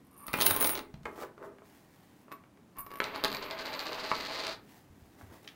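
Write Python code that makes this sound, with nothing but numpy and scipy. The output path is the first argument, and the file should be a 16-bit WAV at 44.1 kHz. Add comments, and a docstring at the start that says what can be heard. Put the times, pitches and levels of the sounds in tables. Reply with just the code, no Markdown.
"""Coins tipped onto a table

Coins are tipped out of two plastic tubes onto a wooden table in a small room.
Large coins slide out in one jingling heap; two small ones drop, wobble on their milled rims ever faster and settle.
In between, the tubes are knocked, scraped and set down, and a hand brushes the wood.
Blows are short filtered pushes and dying sine waves; slides and rolls are streams of tiny random impacts."""
import sys
import numpy as np
from scipy import signal
from scipy.fft import rfft, irfft, next_fast_len
from scipy.io import wavfile
from scipy.ndimage import uniform_filter1d

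SR = 44100
rng = np.random.default_rng(int(sys.argv[2]) if len(sys.argv) > 2 else 0)


def bounce(signal):
    """Save signal as a 16-bit WAV file at the path given by the first command-line argument."""
    frames = np.transpose(np.atleast_2d(signal))
    limited = np.clip(frames, -1, 1)
    pcm = np.round(limited * 32767).astype(np.int16)
    wavfile.write(sys.argv[1], SR, pcm)


N = 244755
TIME = np.arange(N) / SR

# In all tables t60/s is the time to fade by 60 dB.
# Table levels are relative: the function that plays a table may trim them.


def amp(db):
    """Decibels to gain."""
    return 10 ** (np.asarray(db) / 20)


def unit(x):
    """Scale to rms 1."""
    return x / np.sqrt(np.mean(x ** 2) + 1e-20)


def norm(x):
    """Scale to energy 1."""
    return x / np.sqrt(np.sum(x ** 2) + 1e-20)


def along(points, hz):
    """Read a curve of (f/Hz, value) points on a log frequency axis."""
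    f, v = np.transpose(points)
    return np.interp(np.log(hz + 1), np.log(f + 1), v)


def add(track, s, sound):
    """Mix a sound into a track at s seconds."""
    part = track[max(0, round(s * SR)):][:len(sound)]
    part += sound[:len(part)]


def through(x, response):
    """Pass x through an impulse response."""
    return signal.fftconvolve(x, response)[:len(x)]


def colour(points, soft_hz=1e6, size=4096):
    """Causal impulse of energy 1 with this spectrum; a soft contact loses what lies above soft_hz."""
    hz = np.fft.rfftfreq(size, 1 / SR)
    gain = amp(along(points, hz)) / np.sqrt(1 + (hz / soft_hz) ** 4)
    # folding the cepstrum packs the energy as early as possible (minimum phase)
    cepstrum = irfft(np.log(np.maximum(gain, 1e-6)))
    fold = np.r_[1, np.full(size // 2 - 1, 2), np.zeros(size // 2)]
    return norm(irfft(np.exp(rfft(cepstrum * fold))))


def ring(modes, scatter_db, damping=1, spread_hz=0):
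    """Damped sines of energy 1, with strengths, phases and any detuning drawn anew at each call."""
    t = TIME[:SR * 2 // 3]
    hz, db, t60 = np.transpose(modes)[:, :, None]
    hz = hz + spread_hz * rng.standard_normal(hz.shape)
    strength_db = db + scatter_db * rng.standard_normal(hz.shape)
    size = amp(strength_db - 60 * t * damping / t60)
    waves = np.sin(2 * np.pi * (hz * t + rng.random(hz.shape)))
    return norm(np.sum(size * waves, axis=0))


def contact(response, chatter_db, t60):
    """One sharp push followed by a quickly dying chatter of tiny rebounds."""
    t = TIME[:SR // 5]
    force = amp(chatter_db) * norm(rng.standard_normal(len(t)) * amp(-60 * t / t60))
    force[0] += 1
    return norm(through(force, response))


def grains(rate, spread_db):
    """Irregular tiny impacts of uneven size, about rate a second, rms 1."""
    sizes = amp(spread_db * np.clip(rng.standard_normal(N), -2, 2)) * rng.choice([-1, 1], N)
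    return unit((rng.random(N) < rate / SR) * sizes)


SWELL_DB = 29.5  # an attack rises, and a release falls, by this much


def swell(start, attack, hold, release, db):
    """Gain of one movement: it rises, holds and dies away, straight in dB."""
    # an attack or release below 1 ms acts as 1 ms
    early = (start + attack - TIME) / max(attack, 1e-3)
    late = (TIME - start - attack - hold) / max(release, 1e-3)
    return amp(db - SWELL_DB * np.maximum(0, np.maximum(early, late)))


def strokes(rows):
    """Summed gain of several movements."""
    return sum(swell(*row) for row in rows)


# colour of the steady background noise: f/Hz, level/dB
AIR_COLOUR = [(20, -38), (40, -18.5), (100, -5), (200, -2.5), (300, -3.5), (450, -12.5), (1000, -18),
              (2500, -27.5), (4000, -32), (15800, -38.5)]


def air():
    """A faint, steady hush: random noise shaped by a mostly low-pitched spectrum."""
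    return amp(-60.5) * through(rng.standard_normal(N), colour(AIR_COLOUR))


# how long the echoes last at each pitch: f/Hz, t60/s
ROOM_DECAY = [(150, 0.82), (500, 0.29), (2000, 0.29), (6000, 0.16), (15000, 0.22)]


def room(x, count=40):
    """Diffuse echoes, a new pattern as the sources move; the lowest bass lingers longest."""
    hz, t, z = signal.stft(rng.standard_normal((count, SR // 2)), SR, nperseg=256)
    fade = amp(-60 * t / along(ROOM_DECAY, hz)[:, None])
    tails = signal.istft(z * fade, SR, nperseg=256)[1]
    tails = tails * (1 - np.exp(-TIME[:tails.shape[1]] / 0.0023))  # the echoes build up over a few ms
    out = np.zeros(N)
    for part, when, tail in zip(np.array_split(x, count), np.array_split(TIME, count), tails):
        add(out, when[0], signal.fftconvolve(part, norm(tail)))
    return out


# resonances of the tabletop: f/Hz, level/dB, t60/s
TABLE_RESONANCES = [(260, -4, .25), (293, -9, .2), (385, -1, .2), (424, -1, .2), (655, 4, .18),
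                    (845, 3, .14), (991, 3, .12), (1105, 1, .12), (1320, 2, .12), (2005, -1, .14),
                    (2872, -3, .1)]


def tabletop(wood):
    """The board answers what strikes it by ringing at its own resonances."""
    return amp(-19) * through(wood, ring(TABLE_RESONANCES, scatter_db=0))


# soft bumps of hand and tube on the tabletop: t/s, energy level/dB, thump pitch f/Hz
SOFT_BUMPS = [(0.279, -25, 55), (0.508, -17, 119.7), (0.619, -24, 59.4), (0.94, -18.5, 150.7),
              (2.781, -27.5, 45), (4.901, -28.5, 88), (5.019, -32.5, 84), (5.23, -26, 93)]
# skin and plastic brushing the table: start t/s, attack/s, hold/s, release/s, level/dB
BRUSH_STROKES = [(1.02, 0.037, 0.0062, 0.11, -63), (1.06, 0.16, 0.015, 0.048, -51),
                 (1.38, 0.067, 0.011, 0.07, -63.5), (1.6, 0.056, 0.13, 0.35, -65),
                 (1.85, 0.08, 0.3, 0.15, -70), (4.52, 0.18, 0.071, 0.21, -62),
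                 (4.75, 0.23, 0.17, 0.1, -69.5), (5.12, 0.079, 0.014, 0.25, -61.5),
                 (5.24, 0.1, 0.015, 0.16, -60.5), (5.41, 0.02, 0.092, 0.15, -65)]
# colour of the brushing: f/Hz, level/dB
SKIN_COLOUR = [(410, -42), (700, -0.5), (1100, -6.5), (1260, -14.5), (1860, -4.5), (2320, -11), (9630, -18),
               (15800, -15.5)]
THUMP_T60_S = 0.081


def hand():
    """Dull bumps rock the whole tabletop; skin hisses softly over the wood."""
    out = np.zeros(N)
    thud = colour([(20, -15), (48, 0.5), (88, 2), (150, -7.0), (230, -3.5), (500, -42), (2000, -81.0)])
    t = TIME[:SR // 3]
    for s, db, hz in SOFT_BUMPS:
        envelope = (1 - np.exp(-t * hz)) * amp(-60 * t / THUMP_T60_S)
        thump = norm(np.sin(2 * np.pi * hz * t) * envelope)
        add(out, s, amp(db) * thump)
        add(out, s, amp(db - 0.5) * contact(thud, chatter_db=0, t60=.06))
    hiss = through(grains(rate=6000, spread_db=6.5), colour(SKIN_COLOUR))
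    return out + strokes(BRUSH_STROKES) * hiss


# plastic tubes tapping the table: t/s, energy level/dB, contact hardness f/Hz, bore ring level/dB
TUBE_TAPS = [(0.941, -26.5, 1396, -48), (1.033, -34, 14000, -50), (1.055, -7, 2050, -22),
             (1.066, -11.5, 1174, -27), (1.179, -17, 1500, -36), (1.223, -15, 1300, -25),
             (1.232, -13.5, 1550, -25), (1.379, -22.5, 1610, -37), (1.427, -21.5, 1400, -38),
             (1.585, -27, 1470, -41), (1.62, -24, 1190, -42.5), (2.282, -28, 1690, -33.5),
             (2.438, -32.5, 2000, -38), (2.574, -34, 2185, -46), (4.1154, -1, 1810, -2.5),
             (5.212, -22.5, 1500, -37)]
# hard clacks of a tube's edge: t/s, energy level/dB
EDGE_CLACKS = [(0.941, -32.5), (2.318, -32.5), (5.447, -35), (5.4765, -19), (5.488, -26)]
# coins sliding down the bore of a tube: start t/s, attack/s, hold/s, release/s, level/dB
COIN_SLIDES = [(0.02, 0.26, 0.041, 0.02, -47), (2.29, 0.025, 0.009, 0.03, -48),
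               (2.735, 0.043, 0.022, 0.047, -43.5), (2.8, 0.11, 0.018, 0.089, -48.5)]
# a tube's foot dragged on the wood: start t/s, attack/s, hold/s, release/s, level/dB
FOOT_SCRAPES = [(1.05, 0.012, 0.022, 0.15, -52.5), (1.07, 0.15, 0.017, 0.045, -43),
                (1.34, 0.087, 0.02, 0.2, -49.5), (5.12, 0.059, 0.045, 0.06, -63.5),
                (5.24, 0.074, 0.038, 0.076, -58), (5.4, 0.049, 0.02, 0.12, -62.5)]
# colours of the plastic shell, the edge clack and the scrape: f/Hz, level/dB
PLASTIC_COLOUR = [(60, -14), (180, -11.5), (380, 1), (600, -4), (850, -1.5), (1200, -2.5), (1700, -4),
                  (3500, -15), (6000, -14), (14000, -20.5)]
CLACK_COLOUR = [(300, -21), (1200, -7.5), (2500, 4), (4000, 1.5), (5500, -4.5), (7500, -22), (15000, -20)]
SCRAPE_COLOUR = [(100, -24), (250, -5), (400, 6), (800, -4), (1150, -2.5), (2000, -15), (2700, -37),
                 (6000, -47), (12000, -52)]
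# resonances of the air in a tube: f/Hz, level/dB, t60/s
BORE_RESONANCES = [(1020, -6.5, 0.029), (1125, -0.5, 0.047), (1810, -13, 0.018), (2244, -12.5, .025),
                   (2756, -11.5, .018), (4950, -15.5, 0.0074)]


def tubes():
    """Hollow plastic taps and scrapes the table; knocks and sliding coins sound the air in the bore."""
    out = np.zeros(N)
    for s, db, hard_hz, bore_db in TUBE_TAPS:
        # a harder touch wakes higher resonances
        shell = np.array(PLASTIC_COLOUR) * [np.sqrt(hard_hz / 1500), 1]
        tap = contact(colour(shell, soft_hz=hard_hz), chatter_db=4, t60=0.027)
        add(out, s, amp(db - 3.0) * tap)
        add(out, s, amp(bore_db) * ring(BORE_RESONANCES, scatter_db=2))
    for s, db in EDGE_CLACKS:
        add(out, s, amp(db) * contact(colour(CLACK_COLOUR), chatter_db=7, t60=0.023))
    sliding = strokes(COIN_SLIDES) * grains(rate=400, spread_db=4)
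    out += amp(-4) * through(sliding, ring(BORE_RESONANCES, scatter_db=1))
    scraping = strokes(FOOT_SCRAPES) * grains(rate=450, spread_db=1.5)
    return out + through(scraping, colour(SCRAPE_COLOUR))


# colours of the rolling rumble and of a milled rim ticking on wood: f/Hz, level/dB
RUMBLE_COLOUR = [(60, -19), (190, -18.5), (300, -5), (450, -3.5), (1100, -4), (1700, -7), (2800, -9),
                 (4000, -18.5), (6000, -44), (15000, -37)]
RIM_COLOUR = [(400, -24), (1200, -9.5), (3200, -8), (4000, 2), (4700, 1), (5400, -10.5), (6600, -14.5),
              (9000, -24.5), (15000, -32)]
# ringing of the first and of the second small coin: f/Hz, level/dB, undamped t60/s
FIRST_RINGING = [(12605, -1, 0.32), (14370, 0, .35)]
SECOND_RINGING = [(13704, -1, .7), (13997, 0, 0.45)]
# the small coins roll from their landing until both lie flat
FIRST_LANDS_S, SECOND_LANDS_S, SETTLE_S = 3.002, 3.6, 4.518
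ROLL_ATTACK_S, ROLL_RELEASE_S = 0.006, 0.056
# base levels, before the changes over time below
RUMBLE_DB, RIDGE_DB, GRIT_DB, FIRST_RING_DB, SECOND_RING_DB = -43, -55.5, -61, -67.5, -63
TICK_GROWS_DB_PER_S, SECOND_RING_SAG_DB_PER_S = 8, 14
ALONE_RUMBLE_DB, ALONE_TICK_DB = -2, -4.5  # added while only one coin rolls
# wobble: about the first dip, turns a second at that time, time in which that rate doubles
FIRST_DIP_S, WOBBLE_HZ, WOBBLE_DOUBLES_S = 3.046, 9.2, 1.05
DIP_SKEW = 0.75  # each dip starts more suddenly than it ends
SINK_S, LAST_SWING = 0.73, 0.091  # over this last stretch the swing shrinks to this share
RUMBLE_SWING_DB, TICK_SWING_DB, RING_SWING_DB = 3, 9.5, -1  # change at each full dip
RIDGES_PER_S = 240  # typical pace


def rolling():
    """Milled rims drum on the grain of the wood; the ticking swells once a wobble, ever faster."""
    def roll(lands):
        return swell(lands, ROLL_ATTACK_S, SETTLE_S - lands, ROLL_RELEASE_S, 0)

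    first_roll = roll(FIRST_LANDS_S)
    age, alone = TIME - FIRST_DIP_S, TIME < SECOND_LANDS_S
    turns = WOBBLE_HZ * WOBBLE_DOUBLES_S / np.log(2) * (2 ** (age / WOBBLE_DOUBLES_S) - 1)
    angle = 2 * np.pi * turns - DIP_SKEW
    # the swing shrinks as the coins sink
    swing = np.interp(TIME, [SETTLE_S - SINK_S, SETTLE_S], [1, LAST_SWING])
    lean = np.cos(angle + DIP_SKEW * np.cos(angle)) * swing
    drum_gain = first_roll * amp(RUMBLE_DB + ALONE_RUMBLE_DB * alone + RUMBLE_SWING_DB * lean)
    drum = drum_gain * grains(rate=3000, spread_db=2)

    # ridge after ridge of the rim meets the wood, at a slightly uneven pace
    drift = unit(uniform_filter1d(rng.standard_normal(N), SR // 250))
    pace = RIDGES_PER_S * amp(3 * drift)
    ridges = np.diff(np.floor(np.cumsum(pace) / SR), prepend=0) * rng.uniform(.2, 1, N)
    tick_gain = first_roll * amp(ALONE_TICK_DB * alone + TICK_GROWS_DB_PER_S * age)
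    ridge_ticks = amp(RIDGE_DB + TICK_SWING_DB * lean) * unit(ridges)
    grit = amp(GRIT_DB) * grains(rate=500, spread_db=0.5)
    ticks = tick_gain * (ridge_ticks + grit)

    # the rolling keeps each coin softly ringing
    first = first_roll * amp(FIRST_RING_DB)
    sag_db = SECOND_RING_SAG_DB_PER_S * (TIME - SECOND_LANDS_S)
    second = roll(SECOND_LANDS_S) * amp(SECOND_RING_DB - sag_db)
    shimmer = np.zeros(N)
    for ringing, modes in (first, FIRST_RINGING), (second, SECOND_RINGING):
        push = ringing * amp(RING_SWING_DB * lean) * grains(rate=450, spread_db=12.0)
        shimmer += through(push, ring(modes, scatter_db=3, damping=2.5))
    return shimmer, through(drum, colour(RUMBLE_COLOUR)) + through(ticks, colour(RIM_COLOUR))


# small coins rattling inside their tube: t/s, clink energy level/dB, tube knock energy level/dB
TUBE_RATTLES = [(2.3174, -35, -19), (2.3241, -30.5, -22), (2.768, -38, -29), (2.785, -16, -30.5),
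                (2.7901, -17, -33), (2.8048, -17, -38), (2.8648, -31, -22), (2.9057, -40, -25.5),
                (2.916, -34, -22), (2.938, -31, -21), (2.9569, -28.5, -21.5), (2.972, -32, -28),
                (2.987, -30, -28.5)]
# small coins landing and bouncing: t/s, then energy level/dB of clink, rim click and wood knock
COIN_DROPS = [(3.0026, -28, -18.5, -1), (3.0192, -42, -55, -11), (3.0366, -40, -31, -43),
              (3.0417, -37, -16, -20), (3.1601, -30.5, -24.5, -14.5), (3.2388, -18, -9, -7.5),
              (3.2468, -23, -6, -7), (3.253, -20.5, -29, -5.5), (3.2817, -40, -17.8, -17),
              (3.3024, -53, -23.5, -38), (3.3174, -50, -20.5, -16.5), (3.3277, -34, -19, -19),
              (3.348, -33, -18, -13), (3.369, -33, -20, -33), (3.5102, -42, -18.5, -30.5),
              (3.658, -50, -36, -41), (3.793, -30, -15, -24), (4.4683, -40, -14.5, -18)]
# colours of a small coin's clink and of a coin's knock on wood: f/Hz, level/dB
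SMALL_CLINK_COLOUR = [(3000, -48), (8500, -12), (10300, 4), (12500, 0), (14000, -6), (15000, -8),
                      (15800, -14)]
KNOCK_COLOUR = [(60, -11), (180, -7), (350, 3.5), (700, -1), (1200, 1), (2400, -3), (3300, -9.5),
                (5000, -29.5), (11000, -57.5)]


def small_coins():
    """Two small coins rattle, damped by the tube, then drop on the wood and ring freely."""
    metal, wood = np.zeros((2, N))
    clink, rim, knock = colour(SMALL_CLINK_COLOUR), colour(RIM_COLOUR), colour(KNOCK_COLOUR)
    shell = colour(PLASTIC_COLOUR, soft_hz=3840)
    both_coins = FIRST_RINGING[1:] + SECOND_RINGING
    for s, clink_db, tube_db in TUBE_RATTLES:
        add(metal, s, amp(clink_db - 4.5) * contact(clink, chatter_db=17.5, t60=0.034))
        add(metal, s, amp(clink_db - 1) * ring(both_coins, scatter_db=2, damping=5.5, spread_hz=100))
        add(wood, s, amp(tube_db - 2) * contact(shell, chatter_db=0.5, t60=0.031))
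        add(wood, s, amp(tube_db - 2) * ring(BORE_RESONANCES, scatter_db=2))
    for s, clink_db, rim_db, knock_db in COIN_DROPS:
        add(metal, s, amp(clink_db) * contact(clink, chatter_db=-4, t60=0.0086))
        add(metal, s, amp(clink_db + 2) * ring(SECOND_RINGING, scatter_db=2, spread_hz=4))
        add(wood, s, amp(rim_db + 4.0) * contact(rim, chatter_db=5.5, t60=0.0064))
        add(wood, s, amp(knock_db + .5) * contact(knock, chatter_db=-2, t60=.02))
    return metal, wood


# hardest blows of the large coins on each other and the table:
# t/s, then energy level/dB of clink, rim click and wood knock
LARGE_BLOWS = [(0.267, -16, -34.5, -41), (0.2817, -25, -22.5, -12.5), (0.3319, -14.5, -18.5, -11.5),
               (0.3394, -19.5, -15, 2), (0.387, -33, -28, -7.5), (0.4044, -21.5, -10, -4.5),
               (0.4122, -5, -2, -10), (0.4208, -4, -1.5, -2.5), (0.4303, -14.5, -16, -10.5),
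               (0.4547, -6, -28, -20), (0.4614, 0.5, -14, -19), (0.4646, 2.5, -3.5, -19.5),
               (0.467, -3.5, -1.5, -6), (0.5007, -9, -15.5, -13.5), (0.5092, -0.5, -5, -1.5),
               (0.549, -18, -19, -11.5), (0.5638, -4, -14.5, -8.5), (0.602, -7, -25, -18),
               (0.6098, -6, -11.5, -9.5), (0.6142, -3.5, -15, -3), (0.6261, -2.5, -10.5, -5.5),
               (0.6449, -11, -8, -17), (0.6484, -7, -23, -3), (0.6589, -5, -29, -11),
               (0.6722, -9.5, -11, -19), (0.6934, -8, -14, -9.5), (0.7343, -22, -30, -12),
               (0.7537, -34.5, -12.5, -10), (0.7762, -37.5, -16.5, -12), (0.7921, -35, -19.5, -13)]
# ringing of the large coins: f/Hz, level/dB, undamped t60/s
LARGE_RINGING = [(9220, -3, .2), (9290, -8, .14), (9475, -7, .12), (9763, -10, .12), (10070, -13, .08),
                 (10990, -10, .06), (11714, -5, .05), (11990, -4, .06), (12150, -5, .06), (12560, -6, .05),
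                 (13700, -9, .05), (15295, -3, .15), (15580, -5, .11), (15661, 2, .17)]
# colours of the clink, the rim click and the clatter on wood: f/Hz, level/dB
CLINK_COLOUR = [(3000, -46), (7500, -26), (8500, -18), (9300, -10.5), (10300, -4.5), (11900, -2),
                (13800, -7.5), (14800, -7), (15700, -5)]
CLICK_COLOUR = [(400, -11.5), (1500, -5.5), (2800, -5), (4000, 2), (5200, -7), (6400, -5), (7400, -18),
                (9000, -16.5), (15000, -17.5)]
CLATTER_COLOUR = [(40, -5), (150, -2.5), (350, 1), (1000, 2.5), (1700, -6.5), (3000, -5.5), (4200, -12),
                  (5500, -17.5), (8500, -22.5), (11000, -45.5)]
# the coins leave the tube in two jingling surges: start t/s, attack/s, hold/s, release/s, level/dB
JINGLE_SURGES = [(0.29, 0.125, 0.11, 0.17, -35.5), (0.597, 0.01, 0.085, 0.097, -31.5)]
# the heap clatters until it lies flat: start t/s, attack/s, hold/s, release/s, level/dB
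HEAP_CLATTER = (0.2757, 0.1136, 0.4, 0.01, -35.5)
CLATTER_SAG_DB_PER_S = 14  # the stack runs out of weight
# the stack creeps down the tilted tube with faint clinks:
# start t/s, attack/s, hold/s, release/s (below zero: an abrupt end), level/dB
STACK_CREEP = (0.0, 0.2, 0.36, -0.06, -58.5)


def large_coins():
    """The stack spills: hard clashes over a clatter of small contacts. Returns (metal, wood)."""
    metal, wood = np.zeros((2, N))
    clink, click, knock = colour(CLINK_COLOUR), colour(CLICK_COLOUR), colour(KNOCK_COLOUR)
    for s, clink_db, click_db, knock_db in LARGE_BLOWS:
        add(metal, s, amp(clink_db + 1.5) * contact(clink, chatter_db=11, t60=.016))
        # no two coins are tuned quite alike
        add(metal, s, amp(clink_db - 3.5) * ring(LARGE_RINGING, scatter_db=1.0, spread_hz=35))
        add(wood, s, amp(click_db + 0.5) * contact(click, chatter_db=1, t60=.012))
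        add(wood, s, amp(knock_db - 3.0) * contact(knock, chatter_db=6.0, t60=0.027))

    creep = swell(*STACK_CREEP) * grains(rate=140, spread_db=6)
    metal += through(creep, ring(LARGE_RINGING[:10], scatter_db=1, damping=3.8))

    jingle = strokes(JINGLE_SURGES)
    metal += amp(-10) * through(jingle * grains(rate=410, spread_db=8.0), clink)
    jingle_ring = ring(LARGE_RINGING, scatter_db=2.0, damping=2.2)
    metal += through(jingle * grains(rate=1200, spread_db=7.5), jingle_ring)

    full_s = HEAP_CLATTER[0] + HEAP_CLATTER[1]  # the attack ends here and the sag begins
    clatter = swell(*HEAP_CLATTER) * amp(-CLATTER_SAG_DB_PER_S * np.maximum(0, TIME - full_s))
    wood += amp(-4.0) * through(clatter * grains(rate=1200, spread_db=5.5), colour(CLATTER_COLOUR))
    return metal, wood


def scene():
    """Metal rings directly, the blows of coins and tubes on the wood sound the tabletop, and the room answers
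    all."""
    metal, wood = np.sum([large_coins(), small_coins(), rolling()], axis=0)
    wood = wood + tubes()
    wood = wood + tabletop(wood)
    soft = hand()
    echoes = room(amp(-6.0) * wood + amp(-7.0) * metal + amp(-7) * soft)
    return (metal + wood + soft + echoes + air())[None]


TOP_HZ = 15960


def record(dry):
    """Nothing above the band limit remains; the last 200 Hz below it fade out."""
    size = next_fast_len(N + SR // 2)
    gain = np.clip((TOP_HZ - np.fft.rfftfreq(size, 1 / SR)) / 200, 0, 1)
    return irfft(rfft(dry, size) * gain, size)[:, :N]


dry = scene()
out = record(dry)
bounce(out)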